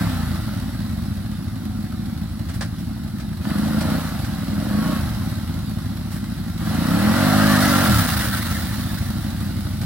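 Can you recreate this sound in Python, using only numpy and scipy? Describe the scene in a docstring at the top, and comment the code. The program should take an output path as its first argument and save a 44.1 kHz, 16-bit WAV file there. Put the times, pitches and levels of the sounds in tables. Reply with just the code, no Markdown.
"""A quad bike works its way out of a mud hole while a second one idles steadily beside it.
Pulse trains from an uneven twin ring pipe and airbox; the revs sink to idle, a thin squeal, then clacks.
A short push of throttle opens with cracks; a second short one swells without, under another squeal.
A long push cracks open, the gears whine, the tyres churn and throw random splats, the engine settles.
Knocks are decaying noise; a short scattered echo from the trees follows everything."""
import sys
import numpy as np
from scipy import signal
from scipy.fft import rfft, irfft, next_fast_len
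from scipy.io import wavfile
from scipy.ndimage import uniform_filter1d, map_coordinates

SR = 44100
rng = np.random.default_rng(int(sys.argv[2]) if len(sys.argv) > 2 else 0)


def master_out(mix):
    """Clip the mix to full scale and print it as 16-bit PCM to the path in sys.argv[1]."""
    frames = np.transpose(np.atleast_2d(mix))
    ceiling = np.clip(frames, -1, 1)
    pcm = np.round(ceiling * 32767).astype(np.int16)
    wavfile.write(sys.argv[1], SR, pcm)


N = 434385

# Spectra of the sources: f/Hz, relative level/dB
# exhaust pipe, airbox, muffler
PIPE_SPECTRUM = [(20, -39), (35, -14.5), (50, -5.5), (75, 1), (105, 4.5), (132, -3.5), (160, -9),
                 (200, -4.5), (280, -13), (350, -20), (420, -45), (800, -65.5)]
AIRBOX_SPECTRUM = [(60, -58), (125, -8.5), (165, 3), (212, 4), (255, -3), (295, -5), (335, -12.5),
                   (415, -29), (800, -67.5)]
MUFFLER_SPECTRUM = [(300, -48), (425, -12.5), (470, -4.5), (520, 0.5), (560, -2.5), (622, 2.5), (680, -8),
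                    (800, -15.5), (1000, -24.5), (1500, -42), (4000, -70)]
# engine rasp, valve hiss, exhaust of the idling quad
RASP_SPECTRUM = [(300, -32), (450, -18), (740, -1.5), (980, -5.5), (1150, -2), (1380, 0), (1950, -8),
                 (2300, -17), (3000, -15), (6000, -64)]
HISS_SPECTRUM = [(1180, -49), (2000, -0.5), (2340, -10.5), (3500, -3.5), (3890, -1), (5440, -6.5),
                 (6410, -13), (11600, -7.5), (13500, -11.5), (15100, -16.5), (15700, -10.5)]
IDLER_SPECTRUM = [(20, -86.5), (45, 1.5), (65, -6.5), (100, 5), (135, -7), (170, -4), (230, -1),
                  (290, -28.5), (350, -23), (420, -35), (800, -64.5)]
# flung mud, churned muddy water
SPRAY_SPECTRUM = [(600, -15), (1100, -11), (1800, 12), (2500, -6), (3600, 2), (5500, -2), (6600, -17.5),
                  (9500, 5), (13000, -4), (15500, 8.5)]
SLOSH_SPECTRUM = [(300, -23), (600, -8.5), (950, -9), (1400, 0), (1950, -2), (2400, -16), (3800, -8.5),
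                  (5400, -13), (6400, -17), (11600, -15.5), (15700, -24)]
# body of a lever or chassis knock, its bright tick
LEVER_SPECTRUM = [(210, -47), (350, -24), (583, 0), (970, -5.5), (1690, -0.5), (2520, -12), (3690, -9.5),
                  (5500, -10), (6550, -17.5), (8450, -13), (15700, -34)]
TICK_SPECTRUM = [(4000, -30), (9000, 2), (15000, 1)]
# echo from the trees: f/Hz, gain/dB
TREES_GAIN = [(250, -12.5), (700, -12.5)]
# duct resonances that drone under load: f/Hz, half width to 1/e/Hz, gain of the added sound/dB
DUCTS = [(118, 6.3, -1.5), (208, 13, -8.5), (291.6, 19, -0.5)]

# Stereo image
# left-right likeness: f/Hz, correlation (0-1)
LIKENESS = [(100, .998), (300, .99), (430, .85), (560, .88), (800, .76), (1300, .92), (1900, .75),
            (2400, .28), (3100, .3), (5000, .1), (15000, .05)]
# left minus right: f/Hz, level/dB
LEAN_DB = [(380, 0), (480, -8), (620, -9.5), (920, -7.5), (1150, -1), (1750, 4), (2150, -4), (2450, -6.5),
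           (3150, 0.5), (4100, -6), (6000, 0.5), (7500, -1.5), (9600, 3.5), (15500, -8)]
# left ahead of right: f/Hz, phase/rad
LEAD_RAD = [(40, -.18), (120, -.48), (300, -.85), (440, -1.3), (720, -.3), (1200, -.25), (2100, -.8),
            (3300, -.7), (4300, -2.3)]
TOP_HZ = 15900

# Riding
IDLE_CYCLES_PER_S, IDLE_HUNT_SHARE = 12.1, .02
# engine speed, one curve per push from throttle opening to shutting: t/s, engine cycles per s
PUSH_REVS = [
    [(0, 35.8), (0.03, 35.2)],
    [(3.405, 12.1), (3.46, 21.7), (3.62, 26.8), (3.78, 27.2), (3.96, 32.2)],
    [(4.28, 22.2), (4.4, 20.6), (4.53, 20.3), (4.65, 22.9), (4.87, 29), (4.94, 29)],
    [(6.56, 12.1), (6.7, 26.5), (6.85, 30.1), (7.1, 44.3), (7.28, 51.3), (7.46, 52.5), (7.65, 48.9),
     (7.84, 46.8)],
]
# same pushes: opening time/s, shutting time constant/s, coast time constant/s,
# full clutch strain/dB, exhaust boom after shutting/dB
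PUSHES = [(.01, .04, .5, 2, 4), (0.081, 0.061, .44, 8, -8), (0.28, 0.028, .36, 7.5, 1),
          (0.21, 0.16, .32, 5.5, 6.5)]
CLUTCH_S = 0.24  # time scale of the clutch taking up the load
BOOM_DELAY_S, BOOM_WIDTH_S = 0.1, 0.1  # from the start of shutting
# quad level as it moves and turns: t/s, level/dB
PRESENCE = [(0, -1.5), (.35, -1), (.7, -1), (3, -0.5), (3.8, 0), (4.6, -0.5), (5.5, 1), (6.5, 1.5),
            (7.5, 1), (8.3, 2), (8.9, 5), (9.85, 4)]
# Loudness laws of the engine parts: at idle/dB, per doubling of speed/dB, added by open throttle/dB
EXHAUST_LAW = (-32.5, 6.3, -7.5)
INTAKE_LAW = (-36.5, 4.17, 8.2)
BARK_LAW = (-56, 8.34, 1)
RASP_LAW = (-49, 10.5, 1.45)
HISS_LAW = (-47.5, 6.43, 0.67)
# first hard firings as the throttle snaps open: t/s, starting level/dB
POPS = [(3.453, -25.5), (3.474, -35), (3.506, -27.5), (6.606, -30.5)]

# Mud
SPLATS_PER_S, SPLAT_SCATTER_DB, SPLAT_LIFE_S = 2500, 3.2, .0025
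SPRAY_DB, SPRAY_RISE_DB_PER_S, SPRAY_FALL_DB_PER_S = -30, 22, 16.5
SLOSH_DB, SLOSH_RISE_DB_PER_S, SLOSH_FALL_DB_PER_S = -27.5, 23, 17

# Drive
# gear mesh under the spinning wheels: t/s, f/Hz
MESH = [(7.25, 410), (7.49, 573), (7.67, 664), (7.82, 704), (8.1, 599), (8.5, 543)]
# mesh overtones: multiple of the mesh, full from t/s, full until t/s, level/dB
GEAR_TONES = [(2, 7.49, 7.94, -31.5), (3, 7.35, 7.66, -27.5)]
# thin squeals: full from t/s, full until t/s, starting f/Hz, glide/(Hz/s), level/dB
SQUEALS = [(1.627, 2.15, 745, -6.5, -51), (4.78, 4.954, 1115, -80, -38)]
GEAR_FADE_DB_PER_S, SQUEAL_FADE_DB_PER_S = 200, 130

# lever and chassis knocks: t/s, level before the rise/dB, tick relative to body/dB, rise time constant/s
KNOCKS = [(2.484, -29.5, -14, 0.013), (2.537, -33, -2, 0.011), (2.608, -26, -24, 0.0017),
          (2.6214, -43, -20, .002), (2.7886, -41, -3, 0.0046), (3.195, -34.5, -21, 0.0066),
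          (3.807, -27, -16, 0.002), (4.2435, -33, -11, 0.0018), (6.112, -29, -3, 0.018),
          (6.155, -36, -3, 0.0088), (9.8136, -34, -7, 0.0019)]

# Idling quad: turbulent gas in its pipe and in its airbox
RUMBLE_DB, DRAUGHT_DB = -35, -35


def quad():
    """Each cycle thumps the pipe, gulps through the airbox and rattles the valves, by speed and throttle."""
    revs, throttle, strain_db, boom_db = riding()
    doublings = np.log2(revs / IDLE_CYCLES_PER_S)
    presence_db = curves(PRESENCE)[0]
    exhaust_db, intake_db, bark_db, rasp_db, hiss_db = [
        presence_db + idle_db + speed_db * doublings + open_db * throttle
        for idle_db, speed_db, open_db in (EXHAUST_LAW, INTAKE_LAW, BARK_LAW, RASP_LAW, HISS_LAW)]

    turns = np.cumsum(revs) / SR
    firing = twin(turns, offset=.36, second=.45, scatter_db=.9, jitter_s=.0004)
    gulps = twin(turns, offset=.56, second=.42, scatter_db=.9, jitter_s=.0004)
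    valves = strokes(4 * turns, offset=.2, scatter_db=17, jitter_s=.0024)
    exhaust = -amp(exhaust_db + boom_db) * evened(ring(firing, PIPE_SPECTRUM))
    intake = amp(intake_db) * evened(ring(gulps, AIRBOX_SPECTRUM))
    pulsing = exhaust + intake

    # gas surges behind each pulse; the faster the engine, the more alike its cycles
    gas = 1.3 + puffs(firing + gulps + .3 * valves, life_s=.008)
    repeating = revs / revs.max() * churn(turns, drift_rad=1.64)
    pipe_flow = gas * (1.15 * repeating + rng.standard_normal((2, N)))
    casing_flow = gas * (.42 * repeating + rng.standard_normal((2, N)))
    bark = amp(bark_db + strain_db) * evened(spread(pipe_flow, MUFFLER_SPECTRUM))
    rasp = amp(rasp_db) * evened(spread(patchy(casing_flow, depth_db=2.0), RASP_SPECTRUM))
    valve_noise = rush(HISS_SPECTRUM, 4.1 + puffs(valves, life_s=.0056))
    hiss = amp(hiss_db) * patchy(valve_noise, depth_db=2.03)
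    return pulsing + throttle * drone(pulsing) + bark + rasp + hiss


def riding():
    """Cycles per s, throttle (0-1), clutch strain/dB, overrun boom/dB; shut throttle coasts to idle."""
    t = np.arange(N) / SR
    idle = IDLE_CYCLES_PER_S * (1 + IDLE_HUNT_SHARE * wobble(3))
    revs, throttle, strain_db, boom_db = idle, 0, 0, 0
    for speed, (open_s, shut_s, coast_s, push_strain_db, push_boom_db) in zip(PUSH_REVS, PUSHES):
        start_s, end_s = speed[0][0], speed[-1][0]
        held_s = np.maximum(t - start_s, 0)
        after_s = np.maximum(t - end_s, 0)
        push = idle + (curves(speed)[0] - idle) * np.exp(-after_s / coast_s)
        revs = np.where(t < start_s, revs, push)
        grip = np.minimum(held_s / open_s, 1) * np.exp(-after_s / shut_s)
        throttle = throttle + grip
        strain_db = strain_db + push_strain_db * grip * (1 - np.exp(-(held_s / CLUTCH_S) ** 2))
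        boom_db = boom_db + push_boom_db * np.exp(-((t - end_s - BOOM_DELAY_S) / BOOM_WIDTH_S) ** 2)
    return revs, throttle, strain_db, boom_db


def drone(pulsing):
    """Engine harmonics swell as the revs carry them through the duct resonances."""
    def resonances(f):
        return sum(amp(db) * np.exp(-((f - hz) / width_hz) ** 2) for hz, width_hz, db in DUCTS)
    return filtered(pulsing, resonances)


def twin(turns, offset, second, scatter_db, jitter_s):
    """The two cylinders of a V engine follow each other at uneven gaps; second is a gain."""
    first_pulses = strokes(turns, offset, scatter_db, jitter_s)
    return first_pulses + second * strokes(turns, offset + 5 / 8, scatter_db, jitter_s)


def strokes(turns, offset, scatter_db, jitter_s):
    """One uneven pulse per turn, at a share of the turn; scatter and jitter hold at 10 turns per s."""
    at = np.flatnonzero(np.diff(np.floor(turns - offset)) > 0)
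    late, size = rng.standard_normal((len(at), 2)).T
    slow = 1 / (np.gradient(turns)[at] * SR / 10)  # slow running is the least even
    when = np.clip(at + late * slow * jitter_s * SR, 0, N - 1).astype(int)
    return np.bincount(when, amp(scatter_db * np.sqrt(slow) * size), N)


def churn(turns, drift_rad, size=512):
    """A rough pattern repeats each cycle and slowly changes: dense harmonics that follow the revs."""
    patterns = rng.standard_normal((2, size))
    first, other = [np.interp(turns * size, np.arange(size), p, period=size) for p in patterns]
    angle = drift_rad * wobble(7)
    return np.cos(angle) * first + np.sin(angle) * other


def pops():
    """The first full charges fire with a sharp crack in the muffler: decaying noise bursts."""
    blows = np.bincount([round(s * SR) for s, db in POPS], [amp(db) for s, db in POPS], N)
    fade = signal.lfilter([1], [1, -np.exp(-1 / (.0039 * SR))], blows)
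    return fade * rush(RASP_SPECTRUM, 1)


def mud():
    """The tyres churn the water, then fling clods: countless small splats of very uneven size."""
    drops = (rng.random(N) < SPLATS_PER_S / SR) * amp(SPLAT_SCATTER_DB * rng.standard_normal(N))
    splats = puffs(drops, life_s=SPLAT_LIFE_S)
    spray_swell_db = swell(7.8, 8.2, SPRAY_RISE_DB_PER_S, SPRAY_FALL_DB_PER_S)
    spray_db = SPRAY_DB + spray_swell_db + 1.3 * wobble(45)
    slosh_swell_db = swell(7.55, 8.12, SLOSH_RISE_DB_PER_S, SLOSH_FALL_DB_PER_S)
    slosh_db = SLOSH_DB + slosh_swell_db + .66 * wobble(20)
    spray = amp(spray_db) * rush(SPRAY_SPECTRUM, splats)
    return spray + amp(slosh_db) * patchy(rush(SLOSH_SPECTRUM, splats), depth_db=2.7)


def whines():
    """Drive gears sing at mesh multiples as the wheels spin; thin gliding squeals come from the drive."""
    t, out = np.arange(N) / SR, np.zeros(N)
    mesh_hz = curves(MESH)[0] * (1 + .0059 * wobble(90))
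    angle = 2 * np.pi * np.cumsum(mesh_hz) / SR
    for multiple, start_s, end_s, db in GEAR_TONES:
        fade_db = swell(start_s, end_s, GEAR_FADE_DB_PER_S, GEAR_FADE_DB_PER_S)
        out += amp(db + fade_db + 3.6 * wobble(50)) * np.sin(multiple * angle)
    for start_s, end_s, hz, glide_hz_per_s, db in SQUEALS:
        pitch_hz = (hz + glide_hz_per_s * (t - start_s)) * (1 + .0092 * wobble(70))
        fade_db = swell(start_s, end_s, SQUEAL_FADE_DB_PER_S, SQUEAL_FADE_DB_PER_S)
        out += amp(db + fade_db + 2 * wobble(14)) * np.sin(2 * np.pi * np.cumsum(pitch_hz) / SR)
    return out


def knocks():
    """Gear lever and loose chassis parts give short, dry clacks and scuffs: noise that falls 60 dB in 0.13 s."""
    t = np.arange(N) / SR
    body, tick = np.zeros((2, N))
    for s, db, tick_db, rise_s in KNOCKS:
        start = round(s * SR)
        age_s = t[:min(SR // 4, N - start)]
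        fade = amp(-60 * age_s / .13) * (1 - np.exp(-age_s / rise_s))
        body[start:start + len(fade)] += amp(db) * fade
        tick[start:start + len(fade)] += amp(db + tick_db) * fade
    return body * rush(LEVER_SPECTRUM, 1) + tick * rush(TICK_SPECTRUM, 1)


def idler():
    """The waiting quad lopes at a slightly hunting idle: pulses, clatter and turbulent gas."""
    turns = np.cumsum(10.95 * (1 + .022 * wobble(3))) / SR  # cycles per s
    firing = twin(turns, offset=.1032, second=.66, scatter_db=0.0, jitter_s=.00054)
    gulps = twin(turns, offset=.52, second=.79, scatter_db=.3, jitter_s=.002)
    exhaust = amp(-30) * unit(ring(firing, IDLER_SPECTRUM))
    intake = amp(-38) * unit(ring(gulps, AIRBOX_SPECTRUM))
    clatter = amp(-52.5) * rush(RASP_SPECTRUM, .5 + puffs(firing, life_s=.08))
    pipe_gas, airbox_gas = rng.standard_normal((2, N))
    rumble = amp(RUMBLE_DB) * unit(ring(pipe_gas, PIPE_SPECTRUM))
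    draught = amp(DRAUGHT_DB) * unit(ring(airbox_gas, AIRBOX_SPECTRUM))
    return exhaust + intake + clatter + rumble + draught


def amp(db):
    """Decibels to gain."""
    return 10 ** (np.asarray(db) / 20)


def unit(x):
    """Scale to rms 1."""
    return x / np.sqrt(np.mean(x ** 2) + 1e-20)


def along(points, hz):
    """Interpolate (f/Hz, value) points on a log frequency axis."""
    f, v = np.transpose(points)
    return np.interp(np.log(hz + 1), np.log(f + 1), v)


def curves(rows):
    """One value per sample for each column after the time."""
    s, *cols = np.transpose(rows)
    return [np.interp(np.arange(N) / SR, s, c) for c in cols]


def wobble(knots_per_s):
    """A smooth random curve."""
    knots = rng.standard_normal(int(N * knots_per_s / SR) + 4)
    return map_coordinates(knots, [np.arange(N) * knots_per_s / SR], order=2)


def swell(start_s, end_s, rise_db_per_s, fall_db_per_s):
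    """Level in dB that rises to 0 at the start, holds until the end and falls away."""
    t = np.arange(N) / SR
    return -rise_db_per_s * np.maximum(start_s - t, 0) - fall_db_per_s * np.maximum(t - end_s, 0)


def filtered(x, response):
    """Apply a complex response of frequency."""
    m = next_fast_len(N + SR // 4, True)
    return irfft(rfft(x, m) * response(np.fft.rfftfreq(m, 1 / SR)), m)[..., :N]


def ring(x, spectrum, size=8192):
    """A body rings after each blow: minimum-phase filter with the given spectrum."""
    cepstrum = irfft(np.log(amp(along(spectrum, np.fft.rfftfreq(size, 1 / SR)))))
    cepstrum[1:size // 2] *= 2
    cepstrum[size // 2 + 1:] = 0
    return signal.fftconvolve(x, irfft(np.exp(rfft(cepstrum))))[:N]


def evened(x, size=7001):
    """Hold the power of a mono or stereo sound near 1 whatever its pulse rate."""
    power = np.atleast_2d(x ** 2).mean(axis=0)
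    slow = uniform_filter1d(uniform_filter1d(power, size), size)
    return x / np.sqrt(np.abs(slow) + 1e-3 * power.mean())


def puffs(pulses, life_s):
    """Each pulse lets out a burst that dies away exponentially."""
    return evened(signal.lfilter([1], [1, -np.exp(-1 / (life_s * SR))], pulses))


def spread(pair, spectrum):
    """Colour two signals and share them between left and right; the middle has rms 1."""
    def response(hz):
        side_gain = np.tan(np.arccos(np.clip(along(LIKENESS, hz), 0, 1)) / 2)
        return amp(along(spectrum, hz)) * np.array([np.ones(len(hz)), side_gain])
    mid, side = filtered(pair, response)
    return np.array([mid + side, mid - side]) / np.std(mid)


def rush(spectrum, envelope):
    """Coloured stereo noise shaped by an envelope."""
    return spread(envelope * rng.standard_normal((2, N)), spectrum)


def patchy(x, depth_db, size=1024):
    """Turbulence brightens and dims small patches of the spectrum."""
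    z = signal.stft(x, nperseg=size)[2]
    field = uniform_filter1d(rng.standard_normal(z.shape[1:]), size=3, axis=0)
    field = uniform_filter1d(field, size=5, axis=1)
    return signal.istft(z * amp(depth_db * unit(field)), nperseg=size)[1][:, :N]


def scene():
    """Both machines in the open; the trees scatter a short echo back."""
    dry = quad() + pops() + idler() + whines() + mud() + knocks()
    t = np.arange(SR // 3) / SR
    trees = rng.standard_normal(len(t)) * amp(-60 * t / .2) * (t > .008)
    echo = signal.fftconvolve(dry, trees[None] / np.linalg.norm(trees), axes=1)[:, :N]
    return dry + filtered(echo, lambda hz: amp(along(TREES_GAIN, hz)))


def record(dry):
    """Two microphone ports differ in level and phase; nothing passes above the band limit."""
    sides = np.array([[.5], [-.5]])

    def ports(hz):
        level = amp(sides * along(LEAN_DB, hz))
        phase = np.exp(1j * sides * along(LEAD_RAD, hz))
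        return level * phase * (hz < TOP_HZ)
    return filtered(dry, ports)


dry = scene()
out = record(dry)
master_out(out)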